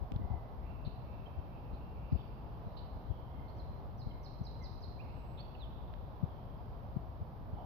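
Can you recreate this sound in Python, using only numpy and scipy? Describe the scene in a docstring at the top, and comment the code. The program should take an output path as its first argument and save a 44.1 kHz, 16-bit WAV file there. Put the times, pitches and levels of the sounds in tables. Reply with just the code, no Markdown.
"""A light breeze rumbles on the microphone and distant traffic hums, beside a pond on a still day.
Now and then an eddy, a small swirl of air, thumps one microphone opening, mostly the left.
A few dry ticks sound close by. Small birds chirp from the bank in gliding tones and hoarse chips,
stronger on the right and echoed by the trees. Far birds are heard only through their echoes."""
import sys
import numpy as np
from scipy import signal
from scipy.fft import rfft, irfft, next_fast_len
from scipy.io import wavfile
from scipy.ndimage import map_coordinates

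SR = 44100
rng = np.random.default_rng(int(sys.argv[2]) if len(sys.argv) > 2 else 0)


def persist_wave(psi):
    """Save psi, clipped to +-1, as 16-bit WAV."""
    counts = np.round(np.clip(psi, -1, 1) * 32767).astype(np.int16)
    wavfile.write(sys.argv[1], SR, np.atleast_2d(counts).T)


N = 337365


def amp(db):
    """Turn decibels into a gain."""
    return 10 ** (np.asarray(db) / 20)


def unit(x):
    """Scale a sound to an average strength (rms) of 1."""
    return x / np.sqrt(np.mean(x ** 2) + 1e-20)


def along(points, hz):
    """Read between (frequency, value) points on a log frequency scale."""
    freqs, values = np.transpose(points)
    return np.interp(np.log(hz + 1), np.log(freqs + 1), values)


def wobble(rate, size=N):
    """A smooth curve through `rate` random points a second."""
    points = rng.standard_normal(int(size * rate / SR) + 4)
    return map_coordinates(points, [np.arange(size) * rate / SR])


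def filtered(x, response):
    """Scale or delay each frequency of a sound by response(hz)."""
    size = next_fast_len(N + SR // 2)
    return irfft(rfft(x, size) * response(np.fft.rfftfreq(size, 1 / SR)), size)[..., :N]


def add(track, s, sound):
    """Mix a sound into the track, starting at s seconds."""
    start = max(round(s * SR), 0)
    part = track[start:start + len(sound)]
    part += sound[:len(part)]


def rush(spectrum, alike):
    """Stereo noise from (frequency [Hz], level [dB]) and (frequency [Hz], left-right likeness)."""
    def response(hz):
        angle = np.arccos(np.clip(along(alike, hz), -1, 1)) / 2
        return amp(along(spectrum, hz)) * [np.cos(angle), np.sin(angle)]
    mid, side = filtered(rng.standard_normal((2, N)), response)
    return unit(np.array([mid + side, mid - side]))


def lean(right_db):
    """Left and right gains that put the right side right_db above the left."""
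    return amp([[-right_db / 2], [right_db / 2]])


def stronger_on_right(x, right_db, lag_ms=0.492):
    """Make a sound louder in the right channel, reaching the left slightly first."""
    delayed = filtered(x, lambda hz: np.exp(-2j * np.pi * hz * lag_ms / 1000))
    return lean(right_db) * np.array([x, delayed])


def whistles(notes, waver, swell):
    """Pure notes that glide from one pitch to another; the larger swell is, the later they peak."""
    out = np.zeros(N)
    for s, length, start_hz, end_hz, db in notes:
        progress = np.linspace(0, 1, int(length * SR))
        pitch = start_hz * (end_hz / start_hz) ** progress * (1 + waver * wobble(300, len(progress)))
        arch = np.abs(np.sin(np.pi * progress ** swell)) ** 1.08
        flutter = amp(1.8 * wobble(100, len(progress)))
        add(out, s, amp(db) * arch * flutter * np.sin(2 * np.pi * np.cumsum(pitch) / SR))
    return out


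def breeze():
    """Gently gusting air rumbles on the microphone, more on the left."""
    # The rumble's tone: (frequency [Hz], relative level [dB])
    rumble = [(15, -21.5), (28, -7), (42, 2), (58, 4.5), (85, -0.5), (125, -2.5), (190, -10.5),
              (270, -16.5), (420, -28), (900, -59.5), (2000, -120)]
    gusts = amp(-46 + 0.7 * wobble(5.2))
    return gusts * rush(rumble, alike=[(40, 0.083), (200, 0.69)]) * lean(right_db=-3)


def road():
    """Far traffic hums steadily and swells briefly twice."""
    # The tone of the hum and of the swells: (frequency [Hz], relative level [dB])
    hum_tone = [(80, -30.5), (250, -3.5), (400, -2), (700, 0), (950, -1.5), (1200, -8), (1550, -17.5),
                (2100, -23.5), (3200, -26.5), (4700, -30), (5800, -38.5), (7000, -53.5), (8200, -70),
                (10000, -120)]
    swell_tone = [(200, -120), (450, -29.5), (680, -5), (800, -2), (930, -8.5), (1150, -22), (1800, -49),
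                  (3000, -120)]
    # How alike the two sides sound: (frequency [Hz], likeness [0 to 1])
    alike = [(100, 0.74), (300, 0.76), (700, 0.72), (1100, 0.065), (1600, .05), (5000, 0.16)]
    # The swells: (peak time [s], half-width [s], relative level [dB])
    swells = [(0.334, 0.076, -53.5), (7.609, 0.056, -51.5)]
    t = np.arange(N) / SR
    hum = amp(-55.5 + 0.44 * wobble(5.7)) * rush(hum_tone, alike)
    swelling = sum(amp(db) * np.exp(-((t - s) / width) ** 2) for s, width, db in swells)
    return (hum + swelling * rush(swell_tone, alike)) * lean(right_db=3.5)


def hiss():
    """The microphone makes a faint, high hiss of its own."""
    # The hiss's tone: (frequency [Hz], relative level [dB])
    tone = [(7000, -30), (10000, -25), (10700, -6), (12000, 0.5), (14400, 3), (15000, -20)]
    return amp(-83) * rush(tone, alike=[(10000, 0.012)]) * lean(right_db=-2.5)


def eddies(cycles=1.9, slowing=0.8, right_lead_s=0.0024, sharpness=0.074):
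    """A passing eddy swings the air pressure a few times, ever slower, with sharp dips at its core."""
    # Thumps on the microphone: (time [s], pitch [Hz], left level [dB], right lower by [dB])
    thumps = [(0.025, 67, -28.5, 31), (.123, 189, -30.5, 4), (0.144, 70, -34.5, 1), (.165, 102, -27, 4.5),
              (0.201, 202, -38, -3), (.219, 90, -30, 6), (0.252, 62, -29.5, 10), (.315, 90, -25, 11),
              (0.343, 71, -26, 17), (.372, 70, -35.5, 10), (0.874, 113.5, -27, 18), (1.39, 65.3, -31, 25),
              (1.736, 61.5, -31.5, 10), (2.131, 127, -18.5, 5), (2.155, 69.7, -23, 29),
              (2.674, 116, -31.5, 3), (2.97, 67, -35, 2), (3.111, 78, -24.5, 35), (3.391, 64, -35, 20),
              (4.073, 103.5, -29, 6), (4.416, 127, -28, 6), (6.238, 135, -20, 25), (6.97, 149, -24.5, 21),
              (7.223, 88, -31.5, 0.5), (7.541, 81, -31.5, -1)]
    # The swirling core's tone: (frequency [Hz], relative level [dB])
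    swirl_tone = [(80, -24.5), (170, 10), (280, -3.5), (450, -12.5), (900, -48), (2000, -81)]
    swirl = amp(-14) * rush(swirl_tone, alike=[(200, 0.038)])
    out, t = np.zeros((2, N)), np.arange(N) / SR
    for s, hz, db, lower_db in thumps:
        length = cycles / hz  # small eddies are higher and shorter
        near = np.abs(t - s) < 2 * length
        progress = (t[near] - s + np.array([[0], [right_lead_s]])) / length
        phase = 2 * np.pi * cycles * (1 - np.exp(-slowing * progress)) / slowing
        passing = np.exp(-(2 * progress) ** 2)
        core = swirl[:, near] - sharpness * np.cos(2 * phase)
        out[:, near] += amp([[db], [db - lower_db]]) * passing * (passing * core - np.cos(phase))
    return out


def ticks(fade_s=0.002):
    """Tiny dry snaps: very short bursts of noise, some duller than others."""
    # The snaps: (time [s], relative level [dB], dulls above [Hz])
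    snaps = [(0.1196, -30.5, 7000), (.162, -38.5, 5500), (2.1228, -40, 3000), (5.9384, -28.5, 2000)]
    # The tone they share: (frequency [Hz], relative level [dB])
    tone = [(400, -15), (1200, 4), (2500, -2.5), (3600, 3.5), (5000, -5), (6200, -14.5), (8000, -23),
            (11000, -53), (14000, -120)]
    out, t = np.zeros(N), np.arange(SR // 30) / SR
    for s, db, dull_hz in snaps:
        burst = rng.standard_normal(len(t)) * amp(-60 * t / fade_s)
        dulling = signal.butter(2, dull_hz, fs=SR, output="sos")
        add(out, s, amp(db) * signal.sosfilt(dulling, burst / np.linalg.norm(burst)))
    return amp(4) * filtered(out, lambda hz: amp(along(tone, hz)))


def chirps():
    """Birds on the near bank whistle short, clear glides."""
    # The glides: (time [s], length [s], start pitch [Hz], end pitch [Hz], relative level [dB])
    glides = [(.133, .024, 3550, 3140, -68), (.2, .034, 2156, 1930, -68.5),
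              (1.252, 0.025, 3100, 3160, -64.5), (4.098, 0.028, 3420, 2860, -62),
              (4.59, 0.07, 2170, 1970, -66), (4.982, 0.037, 2164, 2940, -57),
              (5.075, 0.041, 2250, 2810, -66), (5.38, 0.039, 4030, 4640, -57.5),
              (5.542, 0.018, 3120, 2530, -58.5), (5.574, .088, 4830, 2866, -58.5)]
    return whistles(glides, waver=0.011, swell=1.48)


def trees(x, bush_fade_s=0.34, bush_db=3, build_s=0.0063):
    """Scattered echoes: a quick cloud from the nearest bushes, a longer tail from the bank."""
    # How long the bank echoes: (frequency [Hz], time to fade by 60 dB [s])
    bank_fades = [(1500, 0.71), (3000, 3.2), (4200, 1.46), (6000, 1.6)]
    hz, t, noise = signal.stft(rng.standard_normal((2, SR)), SR, nperseg=256)
    bank = amp(-60 * t / along(bank_fades, hz)[:, None])
    bushes = amp(bush_db - 60 * t / bush_fade_s)
    onset = 1 - np.exp(-t / build_s)
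    _, tail = signal.istft(noise * (bank + bushes) * onset, SR, nperseg=256)
    return signal.fftconvolve(x[None], tail / np.linalg.norm(tail[0]), axes=1)[:, :N]


def far_notes(sag=0.02):
    """Far birds hold single notes that sink a little in pitch."""
    # The held notes: (time [s], length [s], middle pitch [Hz], relative level [dB])
    held = [(0.193, 0.055, 2030, -64), (1.75, 0.052, 2760, -69.5), (2.08, 0.094, 4710, -71),
            (2.64, 0.03, 4010, -67.5), (3.019, 0.27, 3170, -73.5), (3.256, 0.18, 2090, -70.5),
            (4.0, 0.18, 2117, -71), (4.994, 0.082, 2260, -67.5), (5.081, 0.082, 2700, -67),
            (5.661, .08, 3760, -71.5), (5.953, 0.046, 3770, -73), (6.201, 0.28, 3163, -77),
            (6.541, 0.083, 4800, -79), (7.503, 0.13, 3080, -71.5)]
    notes = [(s, length, hz * (1 + sag), hz * (1 - sag), db) for s, length, hz, db in held]
    return whistles(notes, waver=0.04, swell=0.77)


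def seesaw(low_hz=2373, high_hz=2687, note_s=0.08, step_s=0.068, rise=0.023):
    """A far bird repeats two wavering notes, a softer low one then a high one, each rising a little."""
    # The pairs of notes: (time [s], relative level [dB])
    pairs = [(.56, -65), (1.011, -65), (1.439, -67), (1.92, -64.5)]
    note = lambda s, hz, db: (s, note_s, hz * (1 - rise), hz * (1 + rise), db)
    low = [note(s, low_hz, db - 3.5) for s, db in pairs]
    high = [note(s + step_s, high_hz, db) for s, db in pairs]
    return whistles(low + high, waver=0.034, swell=0.31)


def chips(roughness=0.084, lower_db=-9, lower_ratio=0.76):
    """Hoarse calls: the two sides of a bird's voice box flutter at unrelated pitches."""
    # The calls: (time [s], length [s], upper pitch [Hz], relative level [dB])
    calls = [(0.848, 0.033, 3960, -61.5), (1.726, 0.037, 4020, -73.5), (2.17, 0.052, 3290, -68.5),
             (2.766, 0.029, 4000, -59.5), (3.48, .025, 4290, -71), (5.374, 0.035, 3550, -61.5)]

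    def side(hz, size):
        pitch = hz * (1 + roughness * wobble(1000, size))
        return np.sin(2 * np.pi * np.cumsum(pitch) / SR)

    out = np.zeros(N)
    for s, length, hz, db in calls:
        size = int(length * SR)
        arch = np.abs(np.sin(np.linspace(0, np.pi, size))) ** 0.24
        flutter = unit(amp(1.5 * wobble(450, size)))
        voice = side(hz, size) + amp(lower_db) * side(hz * lower_ratio, size)
        add(out, s, amp(db) * arch * flutter * voice)
    return out


def slurs(start_hz=6360, end_hz=3620):
    """One bird repeats a fast falling whistle that rings out at two pitches on the way down."""
    # The falls: (time [s], length [s], relative level [dB])
    falls = [(3.56, .056, -60), (3.97, 0.062, -55.5), (4.228, 0.046, -50.5), (4.431, 0.051, -50),
             (4.617, .054, -49.5), (4.805, 0.048, -52)]
    # The voice's tone: (frequency [Hz], gain [dB])
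    tone = [(3500, -7.5), (3850, -5), (4150, 0), (4550, -15.5), (4950, -7.5), (5400, -19), (5900, -8),
            (6400, -6)]
    notes = [(s, length, start_hz, end_hz, db) for s, length, db in falls]
    return filtered(whistles(notes, waver=0.013, swell=1.35), lambda hz: amp(along(tone, hz)))


def thin_whistle():
    """One faint, very high whistle holds an almost steady pitch."""
    # The note: (time [s], length [s], start pitch [Hz], end pitch [Hz], relative level [dB])
    note = [(5.07, 0.39, 7830, 7900, -89)]
    return whistles(note, waver=0.006, swell=1.15)


def scene():
    """Air and road all round, with birds and ticks stronger on the right."""
    falling, clear, hoarse, thin = slurs(), chirps(), chips(), thin_whistle()
    near_birds = stronger_on_right(falling, right_db=6.5)
    near_birds += stronger_on_right(clear + hoarse + thin, right_db=10)
    snaps = stronger_on_right(ticks(), right_db=18)
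    echoes = trees(amp(0.5) * falling + amp(-5) * clear + amp(-0.5) * hoarse)
    # Far birds arrive almost wholly by long paths, so their notes run together.
    far_birds = trees(amp(-0.5) * (seesaw() + far_notes()), bush_fade_s=0.12, bush_db=-6)
    from_trees = (echoes + far_birds) * lean(right_db=10.5)
    return breeze() + road() + hiss() + eddies() + snaps + near_birds + from_trees


def record(dry):
    """Cut off the very highest treble."""
    top_hz = 14700
    return filtered(dry, lambda hz: hz < top_hz)


dry = scene()
out = record(dry)
persist_wave(out)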